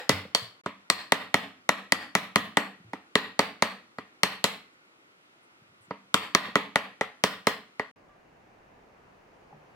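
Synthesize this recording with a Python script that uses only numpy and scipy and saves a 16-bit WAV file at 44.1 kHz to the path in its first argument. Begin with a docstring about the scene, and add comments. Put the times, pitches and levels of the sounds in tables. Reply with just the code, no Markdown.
"""Hammering wooden joints home

A steel hammer strikes wood in runs of quick blows in a bare workshop, close to a stereo microphone.
Each blow is a filtered noise crack plus decaying modes of wood and steel, sent through a noise-built room.
Faint bumps, swishes and room hum lie beneath; a limiter ducks the hard blows and recovers.
Sound drops out twice; after the second gap only a second hum and a few faint bumps are left."""
import sys
import numpy as np
from scipy import signal
from scipy.io import wavfile
from scipy.ndimage import uniform_filter1d, minimum_filter1d

SR = 44100
rng = np.random.default_rng(int(sys.argv[2]) if len(sys.argv) > 2 else 0)


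def wav_record(signal):
    """Record a signal, one row per channel, as 16-bit PCM in the file named by sys.argv[1]."""
    frames = np.transpose(np.atleast_2d(signal))
    bounded = np.clip(frames, -1, 1)
    # unit amplitude maps onto the largest positive 16-bit level
    quanta = np.round(bounded * 32767).astype(np.int16)
    wavfile.write(sys.argv[1], SR, quanta)


N = 429973
LEAD_S = .2  # the mix starts this early, for a blow already ringing at t = 0
BLOW_LEN = 12288  # samples, also for bumps

# hammer blows: t/s, strength/dB, then relative to strength: thud/dB (plank and bench), panel ring/dB,
# crack/dB, hammer head ring/dB
BLOWS = [(-0.09, -18, -25, 3, 7.5, 1), (0.093, -15.5, -1.5, 1.5, 8.5, -2),
         (0.3483, -23.5, -10, 5, 13.5, 16.5), (0.6601, -26.5, -5.5, -5, -9.5, -10),
         (0.9, -16, -7.5, 8.5, 10, 6.5), (1.1208, -14.5, -5, 4, 4, -8.5), (1.3422, -14.5, -2, 5, 3.5, -4.5),
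         (1.691, -14, -9.5, 0, 1, -8), (1.9214, -15, -3, 7, 7.5, 1), (2.1515, -16.5, -2.5, 6.5, 5.5, -1.5),
         (2.3582, -14.5, 0.5, 5, 2.5, 2.5), (2.5703, -15, -5.5, 6.7, 0.5, -8),
         (2.9328, -33.5, 0.5, 2.5, -6, -7.5), (3.1544, -14, -7, 3.5, 1.3, -2.5),
         (3.392, -13.5, -7.5, 3, 0.5, -0.5), (3.6227, -14.5, -5, 1, 1.6, 1.2),
         (3.984, -32.5, -7.5, -3, -11.5, -7), (4.2329, -15.5, -5, 8, 8, 6.5), (4.4414, -18, -6, 0.6, 11, 4),
         (5.9078, -28.5, -9, -4, -28.5, -13.5), (6.1423, -12.5, -6, -3, 6, -6.5),
         (6.349, -9.5, -8, -0.5, 3, 4), (6.5555, -14, -8.5, 3.6, -4, -19.5),
         (6.7575, -14.5, -10.5, 1, -1.3, -9), (7.01, -23, -13.5, 9, -5, -9.5),
         (7.2378, -15, -6.5, -1, 6.5, -1.5), (7.4695, -17, -8.5, 4.5, 4, -5),
         (7.7955, -27, -17, 6, -12, -8)]
# modes of bench, board, plank, panel and hammer head: f/Hz, level/dB, t60/s
BENCH_MODES = [(101, -21, 0.3), (135, -14.5, .03), (165, -7, 0.011)]
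BOARD_MODES = [(357, -3.5, 0.0097), (421, -3, 0.075), (422, 6, .033), (533.6, 1.5, 0.035),
               (635, 0.5, 0.017), (718, 0, 0.015), (822, 7, 0.012), (890, 1.5, 0.016), (936, 7.5, 0.033),
               (1134, 4, 0.0087), (1126, 1, 0.011), (1249, -4.5, 0.014), (1271.4, 3.5, 0.044),
               (1429, -1, 0.036)]
PLANK_MODES = [(198, -9.5, .34), (215, -4, .04), (224, -11, .17), (258, -6, .09), (284, -6.5, .15)]
PANEL_MODES = [(1696, -7, 0.0054), (1952, 5.5, 0.034), (2124, -1, 0.038), (2261, -2.5, 0.0047)]
HEAD_MODES = [(4676, -10.5, 0.025), (4202, -13.5, 0.016), (4325, -3, 0.045), (4735, -13.5, 0.037),
              (4880, -12.5, 0.011)]
# crack spectrum: f/Hz, level/dB
CRACK_COLOUR = [(1500, -27.5), (2600, -1.5), (3200, 4), (3800, 1), (4400, -7.5), (5300, -3), (6900, -8),
                (7600, -3.5), (9000, -11.5), (12000, -16), (16000, -24)]
# soft bumps and rings, some of them a blow's lingering boom or rebound: t/s, level/dB, f/Hz, t60/s
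BUMPS = [(.005, -41.5, 506, 0.13), (0.095, -10, 135, 0.076), (0.121, -22.5, 94, .2),
         (.125, -44.5, 506, 0.2493), (.252, -35, 504, .025), (0.255, -33, 195, .05),
         (0.418, -35.5, 116, 0.086), (0.469, -55.5, 107, 0.29), (2.80, -43, 177, 0.076),
         (2.845, -43, 111, 0.19), (2.881, -44, 107.6, .07), (5.618, -44, 150, 0.032),
         (5.689, -53.5, 109, .1), (5.722, -52.5, 171, 0.057), (5.80, -56.5, 107, 0.122),
         (5.881, -45, 168, .05), (6.05, -49.5, 148.4, 0.044), (6.482, -33, 481, .03),
         (6.486, -35.5, 229, .05), (7.982, -69.5, 4900, 0.065), (8.09, -57.5, 1175, 0.28),
         (9.527, -39, 815, 0.035), (9.527, -47.5, 150, 0.4)]
# faint swishes falling in pitch: t/s, length/s, level/dB, start f/Hz, end f/Hz
SWISHES = [(4.727, 0.025, -78, 9000, 6000), (5.421, 0.036, -74, 10000, 8000),
           (5.803, 0.069, -68.5, 9800, 7000)]
# room tail decay: f/Hz, t60/s
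ROOM_T60 = [(90, 0.47), (170, 0.16), (260, 0.44), (700, 0.32), (1840, 0.36), (4850, 0.35), (12800, 0.29)]
# room tail spectrum: f/Hz, level/dB
ROOM_COLOUR = [(150, -9), (270, -2.5), (420, -12), (800, -3.5), (1300, -3), (1680, -5.8), (1950, -1),
               (2700, -3.5), (3600, -2.5), (4450, -1), (6000, -11.5), (9000, -7), (16000, 3.5)]
# room tail left-right likeness: f/Hz, correlation (-1..1)
ROOM_ALIKE = [(200, 1), (500, .85), (1000, 0.65), (2400, 0.48), (15000, .05)]
# early echoes from bench, floor and walls: delay/s, level/dB
ECHOES = [(.0035, -13), (.006, -21), (.009, -17), (0.012, -23.5), (0.023, -25), (0.033, -29)]
# hum spectra at the bench and at the second spot: f/Hz, relative level/dB
HUM_COLOUR = [(15, -64), (25, -40.5), (114, -15.5), (259, -9), (368, -6.5), (399, -11.5), (1010, -11.5),
              (1390, -6), (1640, -12), (2040, -9.5), (4240, -19.5), (6210, -25.5), (12200, -32.5),
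              (16500, -48.5)]
HUM_AFTER_COLOUR = [(15, -43), (25, 0), (48, -9.5), (192, -5), (304, -6), (399, -4.5), (766, -4.5),
                    (1360, -11.5), (1680, -12), (2750, -18), (3410, -26.5), (6550, -32), (7710, -37.5),
                    (16500, -45)]
# hum left-right likeness at either spot: f/Hz, correlation (-1..1)
HUM_ALIKE = [(60, 0.78), (180, 0.886), (550, 0.35), (1650, -0.76), (4970, -0.62), (15000, -0.69)]
HUM_AFTER_ALIKE = [(60, 0.94), (180, 0.86), (550, 0.13), (1650, -0.16), (4970, 0.15), (15000, -0.036)]
# silences: from t/s, to t/s
GAPS = [(.614, .636), (7.914, 7.960)]

RIGHT_LAG_S, STEEL_LAG_S = .00009, .00018  # right channel delay: wood, crack and hammer head
BODY_LEAN_DB, PANEL_LEAN_DB, STEEL_LEAN_DB = -2.16, 2, 2  # left over right
CRACK_DB, CRACK_T60_S, CRACK_RISE_S = 10.5, .0059, .00067
BOOM_DB, BOOM_DB_PER_THUD_DB = -1, .8  # the bench booms in step with the plank's thud
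RING_TO_ROOM_DB = -3.5  # board, panel and head ringing reach the room weaker than the microphone
KNOCK_DB, KNOCK_LOW_HZ, KNOCK_HIGH_HZ = 39, 420, 2590
KNOCK_DB_PER_CRACK_DB = .3  # sharper blows throw out more knock
ROOM_TAIL_DB, ROOM_BUILD_S = -7, .016
LOW_CUT_HZ, EDGE_HZ = 88, 16600  # microphone low cut, output lowpass
HUM_DB, HUM_AFTER_DB, HUM_SWELL_DB_PER_S = -59, -57, 1.27
LIMIT_DB, HOLD_S, DUCK_LAG_S = -4.7, .062, .0013
QUICK_RELEASE_DB_PER_S, SLOW_RELEASE_DB_PER_S = 260, 35


def gain_of(db):
    """Decibels to a factor."""
    return 10 ** (np.asarray(db) / 20)


def evened(x):
    """Scales to rms 1."""
    return x / np.sqrt(np.mean(x ** 2) + 1e-20)


def read(points, hz):
    """Reads a spectrum table on a log-frequency axis."""
    f, value = np.transpose(points)
    return np.interp(np.log(hz + 1), np.log(f + 1), value)


def add(mix, s, sound):
    """Mixes a sound in at time s, cut at the end of the mix."""
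    part = mix[..., round((s + LEAD_S) * SR):][..., :sound.shape[-1]]
    part += sound[..., :part.shape[-1]]


def lean(db):
    """Left and right gains for a left-over-right level."""
    return gain_of(db * np.array([[.5], [-.5]]))


def pair(frames, size, alike):
    """Random short-time spectra for two channels, correlated per frequency as the table says."""
    hz = np.fft.rfftfreq(size, 1 / SR)
    a, b, c, d = rng.standard_normal((frames, len(hz), 4)).T
    left, other = a + 1j * b, c + 1j * d
    same = np.clip(read(alike, hz), -1, 1)[:, None]
    return hz, np.array([left, same * left + np.sqrt(1 - same ** 2) * other])


def ring(modes, t, travel=0.05182, spread_db=2.5, detune=0.0033, scatter=0.41, front_db=9.0, front_s=0.0026):
    """Dying modes; bending waves carry treble faster, so a mode arrives travel / sqrt(Hz) seconds late."""
    hz, db, t60 = np.transpose(modes)[:, :, None, None]
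    chance = rng.standard_normal((3, len(modes), 1, 1))  # level, pitch, phase
    since = np.maximum(t - travel / np.sqrt(hz), 0)
    rise = 1 - np.exp(-since * hz * 2.02)
    # the first wave front is louder than the ringing left once it has spread through the wood
    front = front_db * (np.exp(-(since / front_s) ** 2) - .5)
    level = gain_of(db + front + spread_db * chance[0] - 60 * since / t60) * rise
    phase = 2 * np.pi * hz * (1 + detune * chance[1]) * since + scatter * chance[2]
    return (level * np.sin(phase)).sum(0)


def crack(since):
    """Steel on wood: coloured noise, partly common to both channels, with a fast and a faint slow decay."""
    lag, margin = round(STEEL_LAG_S * SR), 32
    noise = rng.standard_normal((3, BLOW_LEN + margin))
    shared = np.array([noise[2, margin:], noise[2, margin - lag:][:BLOW_LEN]])
    snap = (noise[:2, margin:] + 1.2 * shared) * np.minimum(since / CRACK_RISE_S, 1)
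    snap *= gain_of(-60 * since / CRACK_T60_S) + gain_of(-20 - 60 * since / 0.12)
    grid = np.linspace(0, 1, 257)
    colour = signal.firwin2(255, grid, gain_of(read(CRACK_COLOUR, grid * SR / 2)))
    return gain_of(CRACK_DB) * signal.oaconvolve(snap, colour[None], "same")


def knock(crack_db):
    """Broad knock that all faces of the work throw out together: a band-passed impulse."""
    band = signal.butter(3, (KNOCK_LOW_HZ, KNOCK_HIGH_HZ), "band", fs=SR, output="sos")
    pulse = signal.sosfilt(band, signal.unit_impulse(BLOW_LEN, idx=44))
    return gain_of(KNOCK_DB + KNOCK_DB_PER_CRACK_DB * crack_db) * pulse


def blow(strength_db, thud_db, panel_db, crack_db, head_db):
    """Crack, then bench, plank, board, panel and hammer head ring: (at the microphone, into the room)."""
    t = np.arange(BLOW_LEN) / SR - np.array([[0], [RIGHT_LAG_S]])
    # the hammer lands up and to the left
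    steel_t = np.arange(BLOW_LEN) / SR - np.array([[0], [STEEL_LAG_S]])

    snap = gain_of(crack_db) * crack(np.maximum(steel_t, 0))
    boom_db = BOOM_DB + BOOM_DB_PER_THUD_DB * thud_db
    thud = gain_of(boom_db) * ring(BENCH_MODES, t, travel=0.043, front_db=6.5, front_s=0.0088)
    thud += gain_of(thud_db) * ring(PLANK_MODES, t, travel=.06, front_db=10.0, front_s=0.021)
    strike = lean(BODY_LEAN_DB) * thud + lean(STEEL_LEAN_DB) * snap

    board = -ring(BOARD_MODES, t, detune=0.021)
    panel = gain_of(panel_db) * ring(PANEL_MODES, t, front_db=5.0, front_s=0.0027, detune=0.0028)
    head = gain_of(head_db) * ring(HEAD_MODES, steel_t, scatter=3.3, detune=0.007)
    rings = lean(BODY_LEAN_DB) * board + lean(PANEL_LEAN_DB) * panel + lean(STEEL_LEAN_DB) * head

    to_room = strike + gain_of(RING_TO_ROOM_DB) * rings + knock(crack_db)
    return gain_of(strength_db) * np.array([strike + rings, to_room])


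def room(x):
    """A few early echoes and a dense tail whose bands die at their own speed."""
    frames, hop = 240, 128
    hz, z = pair(frames, 512, ROOM_ALIKE)
    t = np.arange(frames) * hop / SR
    decay_db = -60 * t / read(ROOM_T60, hz)[:, None]
    z = z * gain_of(read(ROOM_COLOUR, hz)[:, None] + decay_db)
    tail = signal.istft(z, nperseg=512, noverlap=512 - hop)[1]
    tail *= np.minimum(np.arange(tail.shape[1]) / SR / ROOM_BUILD_S, 1)
    tail *= gain_of(ROOM_TAIL_DB) / np.linalg.norm(tail[0])
    for s, db in ECHOES:
        tail[[0, 1], round(s * SR) + rng.integers(0, 6, 2)] += gain_of(db)
    return signal.fftconvolve(x, tail, axes=1)[:, :x.shape[1]]


def hum(colour, alike, patchy_db=0.7):
    """Steady room noise, coloured per frequency, with faint drifting patches; rms 1."""
    hz, z = pair(N // 512 + 5, 2048, alike)
    patches = uniform_filter1d(rng.standard_normal(z.shape[1:]), 20, 0)
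    patches = evened(uniform_filter1d(patches, 8, 1))
    z = z * gain_of(read(colour, hz)[:, None] + patchy_db * patches)
    return evened(signal.istft(z, nperseg=2048, noverlap=1536)[1][:, :N])


def bump(db, hz, t60):
    """A soft bump or ring: one mode with two weak neighbours, same in both channels."""
    t = np.arange(BLOW_LEN)[None] / SR
    modes = [(hz, db, t60), (1.4 * hz, db - 10, t60 / 2), (.75 * hz, db - 12, t60 / 2)]
    return ring(modes, t, travel=0, front_db=1.5) * np.ones((2, 1))


def swish(length_s, db, start_hz, end_hz):
    """A band of hiss that slides down: smoothed noise on a falling carrier."""
    count = round(length_s * SR)
    carrier = np.exp(2j * np.pi * np.cumsum(np.linspace(start_hz, end_hz, count)) / SR)
    noise = uniform_filter1d(rng.standard_normal((2, 2, count)), size=24)
    hiss = evened(((noise[0] + 1j * noise[1]) * carrier).real)
    return gain_of(db) * hiss * signal.windows.tukey(count, .5)


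def scene():
    """Blows and small sounds in the room, over its hum, with two silent gaps."""
    # blows take turns through four differently drawn room tails
    # axes: tail, (microphone, room), channel, sample
    near = np.zeros((4, 2, 2, N + round(LEAD_S * SR)))
    for k, (s, *row) in enumerate(BLOWS):
        add(near[k % len(near)], s, blow(*row))
    for s, *row in BUMPS:
        add(near[0], s, bump(*row))
    for s, *row in SWISHES:
        add(near[0], s, swish(*row))
    # low cut at the microphone thins the deep bass
    near = signal.sosfilt(signal.butter(4, LOW_CUT_HZ, "high", fs=SR, output="sos"), near)

    t = np.arange(N) / SR
    after_s = t - GAPS[1][0]
    hum_before = gain_of(HUM_DB) * hum(HUM_COLOUR, HUM_ALIKE)
    swell = gain_of(HUM_AFTER_DB + HUM_SWELL_DB_PER_S * after_s)
    hum_after = swell * hum(HUM_AFTER_COLOUR, HUM_AFTER_ALIKE)
    floor = np.where(after_s > 0, hum_after, hum_before)

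    # nothing struck before the second gap rings on after it
    cut = round((GAPS[1][0] + LEAD_S) * SR)
    before = sum(direct + room(to_room) for direct, to_room in near[..., :cut])
    rest = near[0, 0, :, cut:]
    heard = np.hstack([before, rest + room(rest)])[:, -N:]

    sounding = np.prod([(t < a) | (t > b) for a, b in GAPS], axis=0)
    return (heard + floor) * uniform_filter1d(sounding * 1., size=40)


def record(dry):
    """The first cycles of a hard blow clip; a limiter then ducks, creeps up and lets go after a hold."""
    over_db = np.maximum(20 * np.log10(abs(dry).max(0) + 1e-9) - LIMIT_DB, 0)
    hold = round(HOLD_S * SR)
    held_db = -minimum_filter1d(-over_db, size=hold + 1 - hold % 2, origin=hold // 2)
    t = np.arange(N) / SR
    quick_db, slow_db = t * QUICK_RELEASE_DB_PER_S, t * SLOW_RELEASE_DB_PER_S
    let_go_db = np.maximum.accumulate(held_db + quick_db) - quick_db
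    creep_db = np.maximum.accumulate(over_db + slow_db) - slow_db
    lag = np.exp(-1 / (DUCK_LAG_S * SR))
    duck_db = signal.lfilter([1 - lag], [1, -lag], np.minimum(let_go_db, creep_db))
    driven = dry / gain_of(duck_db) / 0.72
    limited = .62 * driven / (1 + driven ** 6) ** (1 / 6)  # soft clip
    lowpass = signal.firwin(255, EDGE_HZ, window=("kaiser", 9), fs=SR)
    return signal.oaconvolve(limited, lowpass[None], "same")


dry = scene()
out = record(dry)
wav_record(out)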